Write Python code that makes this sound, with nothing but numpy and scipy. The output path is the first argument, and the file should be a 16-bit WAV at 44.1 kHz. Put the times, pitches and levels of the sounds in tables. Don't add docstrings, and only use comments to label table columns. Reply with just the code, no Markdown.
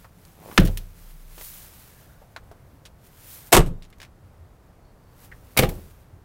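import sys
import numpy as np
from scipy import signal
from scipy.fft import rfft, irfft, next_fast_len
from scipy.io import wavfile
from scipy.ndimage import uniform_filter1d

SR = 44100
rng = np.random.default_rng(int(sys.argv[2]) if len(sys.argv) > 2 else 0)


def master(y):
    cut = np.clip(np.atleast_2d(y).T, -1, 1)
    pcm = np.round(cut * 32767)
    wavfile.write(sys.argv[1], SR, pcm.astype(np.int16))


N = 275533
TIME = np.arange(N) / SR
AGE = TIME[:SR]


def bench_drop():
    # start_s, level_db, tilt_db_per_octave, t60_s
    contacts = [(.5772, -2.5, -2, 0.029), (.599, -27.5, 7.5, 0.048), (.629, -37, 11.5, 0.057),
                (.651, -30.5, 8.5, .08), (.672, -33.5, 5.5, 0.071), (.7735, -25.5, 8, 0.04)]
    # freq_hz, relative_db
    metal = [(150, -14.5), (400, -7), (650, -7), (1050, -5.5), (1450, 1.5), (2200, -2.5), (3200, -1),
             (4000, -5), (4800, -9.5), (8000, -18.5), (15000, -22)]
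    # nominal_hz, relative_db, t60_s
    rings = [(1380, -14, .06), (1570, -14, .06), (1790, -15, .06), (2800, -14, .05), (3020, -14, .05),
             (4070, -16, .045)]
    # start_s, level_db, push_s
    landings = [(.5845, -2.5, 0.00088), (.622, -8.5, .004), (.64, -17.5, 0.00014)]
    # freq_hz, relative_db, t60_s
    modes = [(32.2, -6.5, 0.6), (68, -17, .36), (90.6, -12.5, 0.55), (128.2, -13, .25), (160.5, -6.5, 0.21),
             (192, -2, 0.13), (312, -4, 0.086), (368, -11, 0.076), (528, -24, 0.27), (630, -27.5, .13)]
    sound = clacks(contacts, metal, rings, gap_s=.0028, loss_db=-5.5, tail_db=-21, tail_t60=.22)
    return sound + thumps(landings, modes, shudder_db=-19, shudder_t60=.46)


def rear_door():
    # start_s, level_db, tilt_db_per_octave, t60_s
    contacts = [(3.521, -17, 0.5, 0.09), (3.5268, -3, 0, 0.11), (3.5465, -7.5, 0.5, 0.032),
                (3.5665, -7, -1, 0.081), (3.603, -23.5, -3.5, .1), (3.662, -42.5, 0.5, 0.093)]
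    # freq_hz, relative_db
    metal = [(150, -16), (400, 1), (750, -1), (1200, -0.5), (1800, -7.5), (3000, -7.5), (5500, -14.5),
             (7400, -14), (8100, -7.5), (8900, -16), (12000, -12.5), (15500, -24)]
    # nominal_hz, relative_db, t60_s
    rings = [(583, -17, .16), (744, -15, .14), (913, -18, .15), (1138, -14, .13), (1636, -18, .14),
             (1773, -21, .13), (1974, -23, .12), (3257, -25, .12), (3700, -51, .5), (6746, -26, .11),
             (7912, -20, .085), (8323, -20, .085)]
    # start_s, level_db, push_s
    landings = [(3.535, -7.5, .001), (3.571, 0.5, 0.0014)]
    # freq_hz, relative_db, t60_s
    modes = [(24, -11.5, 0.51), (38, -4.5, 0.14), (61.3, -13, 0.087), (97.6, -15, 0.37), (159.5, -15, .22),
             (173.3, -15, .4), (345.6, -7, 0.16), (439, -11.5, 0.12), (453, -20, 0.29), (635, -18, 0.17),
             (626, -9.5, 0.13), (700, -19, .15), (844, -24.5, .15), (1140, -26.5, .15)]
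    sound = clacks(contacts, metal, rings, gap_s=.0025, loss_db=-4, tail_db=-20.5, tail_t60=.26)
    return sound + thumps(landings, modes, shudder_db=-15, shudder_t60=.39)


def front_door():
    # start_s, level_db, tilt_db_per_octave, t60_s
    contacts = [(5.5665, -25, -4.5, 0.078), (5.573, -8.5, 1.5, 0.069), (5.5885, -11.5, .5, 0.075),
                (5.622, -23, -1.5, .08), (5.6305, -17.5, -3, 0.1), (5.69, -29.5, 3, 0.065)]
    # freq_hz, relative_db
    metal = [(150, -4), (450, -1.5), (750, 7.5), (950, -6.5), (1150, 2), (1500, -2), (1950, 1.5),
             (2300, 0.5), (3000, 0), (4200, -5), (6200, -10), (9000, -9.5), (13000, -7), (16000, -8)]
    # nominal_hz, relative_db, t60_s
    rings = [(1253, -7, 0.058), (2130, -29, 0.064), (2155, -6, 0.064), (2280, -2.5, 0.045),
             (2450, -3, 0.053), (3150, -39, 0.12)]
    # start_s, level_db, push_s
    landings = [(5.576, -22, 0.00064), (5.5915, -5.5, 0.0012), (5.6237, -18.5, 0.00034),
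                (5.63, -9, 0.00074)]
    # freq_hz, relative_db, t60_s
    modes = [(30.2, -17, 0.503), (58, -29, 0.52), (82.8, -26, 0.78), (122, -0.5, 0.06), (153.5, -8, 0.13),
             (214, -12.5, 0.19), (363, -17, 0.34), (425, -12.5, 0.14), (513, 2, 0.055), (750, -28, 0.23),
             (810, -19, 0.24), (1157, -26, 0.32)]
    sound = clacks(contacts, metal, rings, gap_s=.0016, loss_db=-10, tail_db=-21.5, tail_t60=.28)
    return sound + thumps(landings, modes, shudder_db=-12, shudder_t60=.4)


def clacks(rows, metal, rings, gap_s, loss_db, tail_db, tail_t60, chatter_db=3, chatter_hz=900, detune=.003):
    out = np.zeros(N)
    shared = rng.standard_normal(SR)
    ring_hz, ring_db, ring_t60 = np.transpose(rings)
    for s, db, tilt_db, t60 in rows:
        strike, cab = rng.standard_normal((2, SR))
        chatter = (shared + strike) * undb(chatter_db * walk(chatter_hz, AGE))
        crack = colour(chatter, metal, tilt_db) * rebounds(t60, gap_s, loss_db)
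        lean_db = tilt_db * np.log2(ring_hz / 2500) - 3.8 * abs(tilt_db)
        detuned_hz = ring_hz * (1 + detune * rng.standard_normal(len(rings)))
        steel = partials(zip(detuned_hz, ring_db + lean_db, ring_t60))
        tail = colour(cab, metal, tilt_db - 2.0) * fade(tail_t60) * (1 - fade(0.033))
        add(out, s, undb(db) * (crack + steel + undb(tail_db) * tail))
    return out


def rebounds(t60, gap_s, loss_db, count=2):
    power = fade(t60) ** 2
    total = power
    lates = np.cumsum(gap_s * (1 + .15 * rng.uniform(-1, 1, count)))
    for k, late in enumerate(lates):
        bounce = np.interp(AGE - late, AGE, power, left=0)
        total = total + undb(loss_db * (k + 1)) ** 2 * bounce
    return np.sqrt(total)


def thumps(rows, modes, shudder_db, shudder_t60, rattle_db=4.0):
    # freq_hz, relative_db
    shudder_colour = [(25, -7), (70, -1), (160, -2), (260, -9.5), (400, -9), (800, -15.5), (1500, -22.5),
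                      (4000, -39), (12000, -63.5)]
    out, panel = np.zeros(N), partials(modes)
    for s, db, push_s in rows:
        push = AGE * np.exp(-4 * AGE / push_s)
        uneven = rng.standard_normal(SR) * undb(rattle_db * walk(83, AGE))
        shudder = colour(uneven, shudder_colour) * fade(shudder_t60)
        body = undb(shudder_db) * shudder - panel
        add(out, s, undb(db) * signal.fftconvolve(body, push / push.sum())[:SR])
    return out


def partials(modes):
    out = np.zeros(SR)
    for k, (hz, db, t60) in enumerate(modes):
        out += (-1) ** k * undb(db) * np.sin(2 * np.pi * hz * AGE) * fade(t60)
    return out


def trim():
    # start_s, level_db, centre_hz, width_octaves
    trim_knocks = [(.044, -43, 930, 0.96), (.251, -50, 6000, 3.6), (.368, -59, 920, 0.47),
                   (.513, -38.5, 1070, 0.91), (1.378, -42, 374, 2.9), (1.41, -40.5, 700, 3.6),
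                   (2.217, -46, 700, 0.42), (2.3626, -34, 1140, 1.12), (2.3635, -41.5, 4040, 0.14),
                   (2.513, -42.5, 665, 0.067), (2.729, -46.5, 276, 0.078), (3.902, -55, 3980, 3.4),
                   (3.927, -49.5, 2000, 0.89), (3.984, -57, 7000, 2.5), (4.228, -37.5, 80.3, 0.34),
                   (4.385, -36.5, 78.2, 0.31), (6.127, -42.5, 96.9, 0.29)]
    return knocks(trim_knocks, mount_db=-12, snap_db=-1, ring_s=.078)


def latches(loss_db=-2, scatter_db=4.0, uneven=.23, count=4):
    # start_s, length_s, level_db, centre_hz, width_octaves
    runs = [(2.853, 0.02, -47, 2750, 1.6), (3.823, .036, -51, 3000, 1.3), (4.001, .06, -41, 2140, 1.46),
            (5.315, 0.017, -47, 1838, 0.35)]
    rows = []
    for s, length, db, hz, width in runs:
        for k, (early, size) in enumerate(rng.uniform(-1, 1, (count, 2))):
            late = length * (k + uneven * early * (k > 0)) / count
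            rows.append((s + late, db + loss_db * k + scatter_db * size, hz, width))
    return knocks(rows, mount_db=-12, snap_db=0, ring_s=.1)


def knocks(rows, mount_db, snap_db, ring_s, mount_hz=400):
    ring_law = .42
    out, at = np.zeros(N), octaves(SR)
    mount = undb(mount_db) / (1 + (at - np.log2(mount_hz)) ** 2)
    for s, db, hz, width in rows:
        t60 = ring_s * (hz / 1000) ** -ring_law
        resonance = (1 + ((at - np.log2(hz)) / width) ** 2) ** -1.5
        spectrum = resonance + mount * (hz > mount_hz)
        ring = unit(irfft(rfft(rng.standard_normal(SR)) * spectrum, SR))
        decay = fade(t60) + undb(snap_db) * fade(t60 / 10)
        onset = 1 - np.exp(-2 * hz * AGE)
        add(out, s, undb(db) * ring * decay * onset)
    return out


def cloth():
    # peak_s, level_db, rise_s, fall_s
    stroke_rows = [(0.01, -57.5, .09, 0.06), (.27, -57.5, 0.16, .12), (.56, -46, 0.13, 0.23),
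                   (1.031, -53.5, 0.12, .4), (1.439, -40, 0.083, .25), (1.8, -51.5, .16, 0.3),
                   (2.72, -68, 0.65, 0.4), (3.07, -52.5, 0.036, 0.02), (3.35, -41, 0.14, 0.096),
                   (3.475, -47.5, 0.055, .022), (5.25, -52, 0.088, 0.031), (5.761, -51.5, 0.3, 0.18)]
    # freq_hz, relative_db
    cloth_colour = [(150, -6.5), (400, -5.5), (1500, 1), (4500, -1), (8000, -0.5), (11000, 2), (13500, 4.5),
                    (16000, 1.5)]
    sleeve_db = -72.5
    power = undb(sleeve_db) ** 2 + sum(swell(*stroke) ** 2 for stroke in stroke_rows)
    return rub(np.sqrt(power), cloth_colour, grain_db=1.5, slips_hz=28.8, slip_db=1.0, bite_db=2.5)


def creak(rate_hz=100, uneven=.1, hold=.3, size=80):
    # peak_s, level_db, rise_s, fall_s
    swing = (.47, -45.5, .062, .14)
    # freq_hz, relative_db
    hinge_colour = [(100, -15), (200, 3.5), (450, -1.5), (700, 2.5), (1000, -4), (1600, -14), (3000, -19.5),
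                    (9000, -43.5)]
    phase = np.cumsum(rate_hz * (1 + uneven * walk(40))) / SR % 1
    slips = unit(uniform_filter1d(np.exp(-phase / hold), size))
    return slips * rub(swell(*swing), hinge_colour, grain_db=1.5, slips_hz=60, slip_db=0.0, bite_db=-0.3)


def rub(gain, spectrum, grain_db, slips_hz, slip_db, bite_db):
    catches = rng.standard_normal(N) * undb(grain_db * walk(740) + slip_db * walk(slips_hz))
    force = np.sqrt(gain / gain.max())
    light = colour(catches, spectrum, -bite_db)
    firm = colour(catches, spectrum, bite_db)
    return gain * ((1 - force) * light + force * firm)


def swell(s, db, rise_s, fall_s):
    shape = 1.3
    away = np.maximum((s - TIME) / rise_s, (TIME - s) / fall_s)
    return undb(db) * np.exp(-np.clip(away, 0, 10) ** shape)


def whistles(waver_hz=100):
    # start_s, end_s, start_hz, end_hz, level_db
    glides = [(1.75, 2.28, 1900, 1400, -61), (4.82, 4.93, 4350, 4500, -69), (4.96, 5.2, 4700, 4500, -74)]
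    out = np.zeros(N)
    for start, end, start_hz, end_hz, db in glides:
        progress = np.clip((TIME - start) / (end - start), 0, 1)
        hz = start_hz + (end_hz - start_hz) * progress + waver_hz * walk(400)
        tone = np.sin(2 * np.pi * np.cumsum(hz) / SR)
        out += undb(db) * np.sin(np.pi * progress) * walk(300) * tone
    return out


def rocking(hz=30, wander=.09):
    phase = 2 * np.pi * np.cumsum(hz * (1 + wander * walk(11))) / SR
    sway = swell(s=1.05, db=-44.5, rise_s=.1, fall_s=.52)
    return np.sqrt(2) * np.sin(phase) * undb(1.5 * walk(8)) * sway


def drone(hz=166, flutter_hz=45):
    cab_db, leave_s, fade_s = -59.5, 2.2, .5
    phase = 2 * np.pi * hz * TIME
    inside = undb(cab_db) / (1 + np.exp((TIME - leave_s) / fade_s))
    return unit(walk(flutter_hz) * np.sin(phase) + walk(flutter_hz) * np.cos(phase)) * inside


def lot(swell_db=1.6):
    # freq_hz, relative_db
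    traffic_colour = [(20, -3), (60, -1), (120, -2.5), (200, -12), (300, -16), (520, -17), (820, -20),
                      (1300, -25), (2000, -31), (3000, -38.5), (5000, -41), (16000, -47)]
    # time_s, level_db
    traffic_level = [(0, -52.5), (1.1, -55.5), (1.6, -53), (3.3, -51), (4.7, -51), (6.25, -50.5)]
    layers = [colour(rng.standard_normal(N), traffic_colour) * undb(swell_db * walk(rate)) for rate in (1.5, 7)]
    return unit(sum(layers)) * fader(traffic_level)


def undb(db):
    return 10 ** (np.asarray(db) / 20)


def unit(x):
    return x / np.sqrt(np.mean(x ** 2))


def fader(rows):
    return undb(np.interp(TIME, *np.transpose(rows)))


def octaves(size):
    return np.log2(np.maximum(np.fft.rfftfreq(size, 1 / SR), 1))


def colour(x, points, tilt_db=0):
    hz, db = np.transpose(points)
    size = next_fast_len(len(x), real=True)
    at, knots = octaves(size), np.log2(hz)
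    low_cut_db = 12 * np.maximum(knots[0] - at, 0)
    shape_db = np.interp(at, knots, db) + tilt_db * at - low_cut_db
    return unit(irfft(rfft(x, size) * undb(shape_db), size)[:len(x)])


def fade(t60):
    return np.exp(-np.log(1000) * AGE / t60)


def add(track, s, sound):
    start = int(s * SR)
    track[start:start + len(sound)] += sound[:N - start]


def walk(rate, time=TIME):
    steps = rng.standard_normal(8192)
    return np.interp(time * rate, np.arange(len(steps)), steps)


def scene():
    slams = bench_drop() + rear_door() + front_door()
    handling = trim() + latches() + cloth() + creak()
    air = whistles() + rocking() + drone()
    return (slams + handling + air + lot())[None]


def record(dry, ceiling=0.66):
    top_hz = 15900
    dry = signal.sosfilt(signal.butter(1, 10, "high", fs=SR, output="sos"), dry)
    clipped = dry / (1 + (dry / ceiling) ** 8) ** (1 / 8)
    return signal.fftconvolve(clipped, signal.firwin(301, top_hz, fs=SR)[None], "same")


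dry = scene()
out = record(dry)
master(out)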